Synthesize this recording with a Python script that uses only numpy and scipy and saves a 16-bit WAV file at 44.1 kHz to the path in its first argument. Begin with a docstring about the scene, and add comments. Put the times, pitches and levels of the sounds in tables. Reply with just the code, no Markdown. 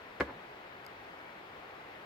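"""Axe into a wooden target

A thrown axe bites into a wooden target on a stand, some metres from a small stereo recorder in a garden.
Jolts of the blade ring the wood and steel, fibres crackle, the stand thumps; sheds and walls throw it back.
The valley hums with distant traffic and wind in the trees, made of smooth noise shaped by frequency.
A twig snaps underfoot as force pulses ring it, and a far bird whistles faintly in gliding sines."""
import sys
import numpy as np
from scipy import signal
from scipy.fft import rfft, irfft
from scipy.io import wavfile
from scipy.ndimage import uniform_filter1d

SR = 44100
rng = np.random.default_rng(int(sys.argv[2]) if len(sys.argv) > 2 else 0)


def unload_wav(signal):
    """Save mono or channel-first audio to the path in sys.argv[1] as 16-bit WAV at rate SR, clipped to [-1, 1]."""
    wavfile.write(
        sys.argv[1],
        SR,
        np.round(np.clip(np.atleast_2d(signal).T, -1, 1) * 32767).astype(np.int16),
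    )


def field_ratio(decibels):
    """Amplitude ratio for a level in dB (20 dB per decade); scalars and array-likes work."""
    return 10 ** (np.asarray(decibels, dtype=float) / 20)


N = 90404  # samples

# jolts of the blade in the wood, left minus right in dB, left later in ms:
# start_s, relative_level_db, contact_ms, left_right_db, left_later_ms
JOLTS = [(.2003, -16, .45, 1, -.02), (.2014, -11, 1.3, 1, 0.02), (.2037, -11, 1.3, 1, 0.02),
         (.2056, -15, .35, 3, .1), (.2078, -4, .34, 1.5, .02), (.2101, 0, 1.3, 1, 0.02),
         (.2134, -6, .33, -2, .17), (.2182, -6, 1.0, 1, .02), (.2252, -9, 1.3, 1, .02)]


def evened(x):
    """Scales to rms 1."""
    return x / np.sqrt(np.mean(x ** 2) + 1e-20)


def read(points, hz):
    """Reads a table on a log-frequency axis."""
    f, value = np.transpose(points)
    return np.interp(np.log(hz + 1), np.log(f + 1), value)


def high_pass(x, cut_hz):
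    """Second-order Butterworth low cut."""
    return signal.lfilter(*signal.butter(2, cut_hz, "high", fs=SR), x)


def ring(modes, seconds, rise_s):
    """Resonances of a struck body: a sum of dying sines with a linear rise."""
    t = np.arange(round(seconds * SR)) / SR
    rings = sum(field_ratio(db - 60 * t / t60) * np.sin(2 * np.pi * hz * t) for hz, db, t60 in modes)
    return rings * np.minimum(t / rise_s, 1)


def struck(force, response):
    """Lets the force at each microphone set off the same ringing."""
    return signal.oaconvolve(force, response[None], axes=1)[:, :N]


def push(s, width_ms):
    """A smooth force pulse of area 1 starting at s."""
    u = np.clip((np.arange(N) / SR - s) / (width_ms / 1000), 0, 1)
    shape = np.sin(np.pi * u) ** 2
    return shape / (shape.sum() + 1e-12)


def placed(s, level_db, width_ms, pan_db, later_ms):
    """The pulse as each microphone gets it: the left by pan_db louder and later_ms later."""
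    left = field_ratio(level_db + pan_db / 2) * push(s + later_ms / 1000, width_ms)
    right = field_ratio(level_db - pan_db / 2) * push(s, width_ms)
    return np.array([left, right])


def valley():
    """Smooth noise with faint patches and swell, arriving a little from the left."""
    # spectrum of the hum: frequency_hz, relative_db_per_hz
    hum_spectrum = [(20, -11), (40, -13), (65, -17), (110, -11.5), (200, -12), (400, -6), (800, -6),
                    (1300, -8.5), (2000, -10), (3000, -17.5), (4500, -27), (6300, -37), (8500, -42.5),
                    (10500, -43.5), (13000, -40), (16000, -41.5)]
    # likeness of the two microphones, held to 0..1: frequency_hz, left_right_likeness
    likeness = [(60, 2), (130, .99), (300, 1.1), (640, 0.29), (1400, 0.51), (3000, 0.07), (6000, 0.5),
                (9000, -1.56), (15000, .05)]
    # balance of the two microphones: frequency_hz, left_right_db
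    balance = [(60, 0.5), (110, 0.6), (200, 0.36), (380, 1.0), (700, 0.83), (1290, 3.7), (2380, 4.4),
               (4400, 4.8), (8120, 1.2), (15000, 0.39)]
    hum_db, patch_db, swell_db, lead_ms = -49, .6, .25, 0.22
    frames, hz = N // 256 + 5, np.fft.rfftfreq(1024, 1 / SR)
    a, b, c, d, patches = rng.standard_normal((frames, 513, 5)).T
    patches = evened(uniform_filter1d(uniform_filter1d(patches, 12, 0), 14, 1))
    swell = evened(uniform_filter1d(rng.standard_normal(frames), 40))
    same = np.clip(read(likeness, hz), 0, 1)[:, None]
    late = np.exp(-2j * np.pi * hz * lead_ms / 1000)[:, None]
    lean = field_ratio(read(balance, hz) / 2)[:, None]
    left = a + 1j * b
    right = same * left * late + np.sqrt(1 - same ** 2) * (c + 1j * d)
    z = np.array([left * lean, right / lean])
    z *= field_ratio(read(hum_spectrum, hz)[:, None] + patch_db * patches + swell_db * swell)
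    hum = signal.istft(z, nperseg=1024, noverlap=768)[1][:, :N]
    return field_ratio(hum_db) * evened(hum)


def bird():
    """Faint gliding whistles, sines that waver with distance, a little louder on the left."""
    # whistles (a negative fall rises): start_s, length_s, relative_level_db, pitch_hz, fall_hz
    whistles = [(1.165, .065, -68, 2270, 10), (1.225, .105, -65.5, 2310, 90), (1.6, .04, -68, 2450, 90),
                (1.69, .085, -67.5, 2270, -20)]
    t, out = np.arange(N) / SR, np.zeros(N)
    waver = 1 + .2 * evened(uniform_filter1d(rng.standard_normal(N), 900))
    for start, length, db, hz, fall_hz in whistles:
        u = np.clip((t - start) / length, 0, 1)
        swell = np.sqrt(2 * np.sin(np.pi * u).clip(0))
        phase = 2 * np.pi * np.cumsum(hz - fall_hz * u ** 2) / SR
        out += field_ratio(db) * swell * waver * np.sin(phase)
    return out * field_ratio(np.array([[2], [0]]))  # left, right dB


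def twig():
    """Two tiny dry snaps: brief forces, each with a dying spray of crumbs, ring the twig."""
    # snaps: start_s, relative_level_db, left_right_db
    snaps = [(.8493, -49, 0.5), (0.8646, -36, 0.5)]
    # what the twig rings with: frequency_hz, relative_level_db, t60_s
    twig_modes = [(2200, -14, .03), (4900, 0, .005), (6800, -7, .004), (8000, -8, .004), (10300, -5, .004),
                  (12500, -2, .005), (14000, -6, .004)]
    crumbs_db, crumbs_s, rise_s = -14, .0008, 0.00062
    force = sum(placed(s, db, 0.078, pan_db, 0) for s, db, pan_db in snaps)
    fade = np.exp(-np.arange(400) / SR / crumbs_s)
    crumbs = field_ratio(crumbs_db) * rng.standard_normal((2, 400)) * fade
    crumbs[:, 0] = 1  # the snap itself
    force = signal.oaconvolve(force, crumbs, axes=1)
    return struck(force, ring(twig_modes, .05, rise_s))


def garden(x):
    """Close scatter, a long thin tail by band, and a dull echo from a far wall."""
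    # decay of the long tail: frequency_hz, t60_s
    tail_decay = [(60, 1), (250, 0.41), (600, 0.18), (1500, 0.16), (4000, 0.34), (12000, 0.086)]
    near_db, near_t60, far_db, far_rise_s = -9, .1, -21, 0.09
    wall_db, wall_s, wall_spread_s, wall_top_hz = -24, .088, .016, 1200
    wide_hz = 714  # above this the answer differs between the microphones
    size = SR // 2
    t = np.arange(size) / SR
    taps = rng.standard_normal((3, 3, size))  # near, far, wall by common, left, right
    taps = taps[:, :1] + high_pass(taps[:, 1:], wide_hz)

    def unit(v):
        """Scales both sides so that the left has energy 1."""
        return v / np.linalg.norm(v[0])

    near = unit(taps[0] * field_ratio(-60 * t / near_t60) * (t > .002))
    hz, frames, z = signal.stft(taps[1], SR, nperseg=512)
    z = z * field_ratio(-60 * frames / read(tail_decay, hz)[:, None])
    tail = signal.istft(z, SR, nperseg=512)[1][:, :size]
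    far = unit(tail * np.minimum(t / far_rise_s, 1))
    dull = signal.lfilter(*signal.butter(2, wall_top_hz, fs=SR), taps[2])
    wall = unit(dull * np.exp(-.5 * ((t - wall_s) / wall_spread_s) ** 2))
    answer = field_ratio(near_db) * near + field_ratio(far_db) * far + field_ratio(wall_db) * wall
    return signal.fftconvolve(x.mean(0)[None], answer, axes=1)[:, :N]


def stand():
    """The stand rocks on its legs: the first jolt sets off one low, dying thump."""
    thump = ring([(69.2, -36, 0.25)], .6, 0.0087)  # frequency_hz, level_db, t60_s
    return signal.oaconvolve(push(JOLTS[0][0], 0.82), thump)[:N]


def wood():
    """The jolts ring the target and stand, which radiate little of the lowest bass."""
    # resonances of target and stand: frequency_hz, relative_level_db, t60_s
    wood_modes = [(105, -7.5, 0.088), (219.2, -5.5, 0.17), (310, -7.5, 0.049), (500, -1.5, 0.1),
                  (574, 1, 0.041), (712, -6, 0.038), (904, -3, 0.062), (1150, 1.5, 0.033), (1280, 0, 0.025),
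                  (1510, 7.5, 0.024), (1676, 9, 0.07), (2023, 10, 0.02), (2220, -13, 0.018),
                  (2940, -4.5, .015)]
    hit_db, radiates_hz = -26.5, 129
    force = sum(placed(*row) for row in JOLTS)
    rung = -field_ratio(hit_db) * struck(force, ring(wood_modes, .3, .0001))
    return high_pass(rung, radiates_hz)


def steel():
    """The steel head pings once, set off by one very short pulse."""
    # resonances of the head: frequency_hz, relative_level_db, t60_s
    steel_modes = [(4200, -38, .02), (5000, -38, .01)]
    return struck(placed(.2052, 0, 0.049, 5, 0), ring(steel_modes, .05, 0.00073))


def fibres():
    """Fibres splitting under the edge: shaped noise from the first bite, held briefly, then dying."""
    # spectrum of the crackle: frequency_hz, relative_db_per_hz
    fibre_spectrum = [(1500, -9), (2500, 3.5), (4300, -4), (6000, -9), (8300, -14), (10000, -20),
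                      (13000, -16), (15500, -22)]
    level_db, hold_s, t60 = -48.5, 0.0058, 0.15
    noise = rng.standard_normal((2, N))
    noise = irfft(rfft(noise) * field_ratio(read(fibre_spectrum, np.fft.rfftfreq(N, 1 / SR))), N)
    t = np.arange(N) / SR - JOLTS[0][0]
    envelope = field_ratio(level_db - 60 * np.maximum(t - hold_s, 0) / t60) * (t > 0)
    return envelope * evened(noise)


def axe():
    """The bite: ringing wood, pinging steel and a short crackle of fibres."""
    return wood() + steel() + fibres()


def scene():
    """Everything at the two microphones."""
    hit = axe()
    return hit + garden(hit) + stand() + twig() + bird() + valley()


def low_pass(x):
    """Removes everything above the highest recorded frequency."""
    return signal.sosfilt(signal.butter(12, 16390, fs=SR, output="sos"), x)


def record(dry):
    """The microphones' low cut at 45 Hz thins the deepest bass."""
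    mix = high_pass(dry, 45)
    return low_pass(mix)


dry = scene()
out = record(dry)
unload_wav(out)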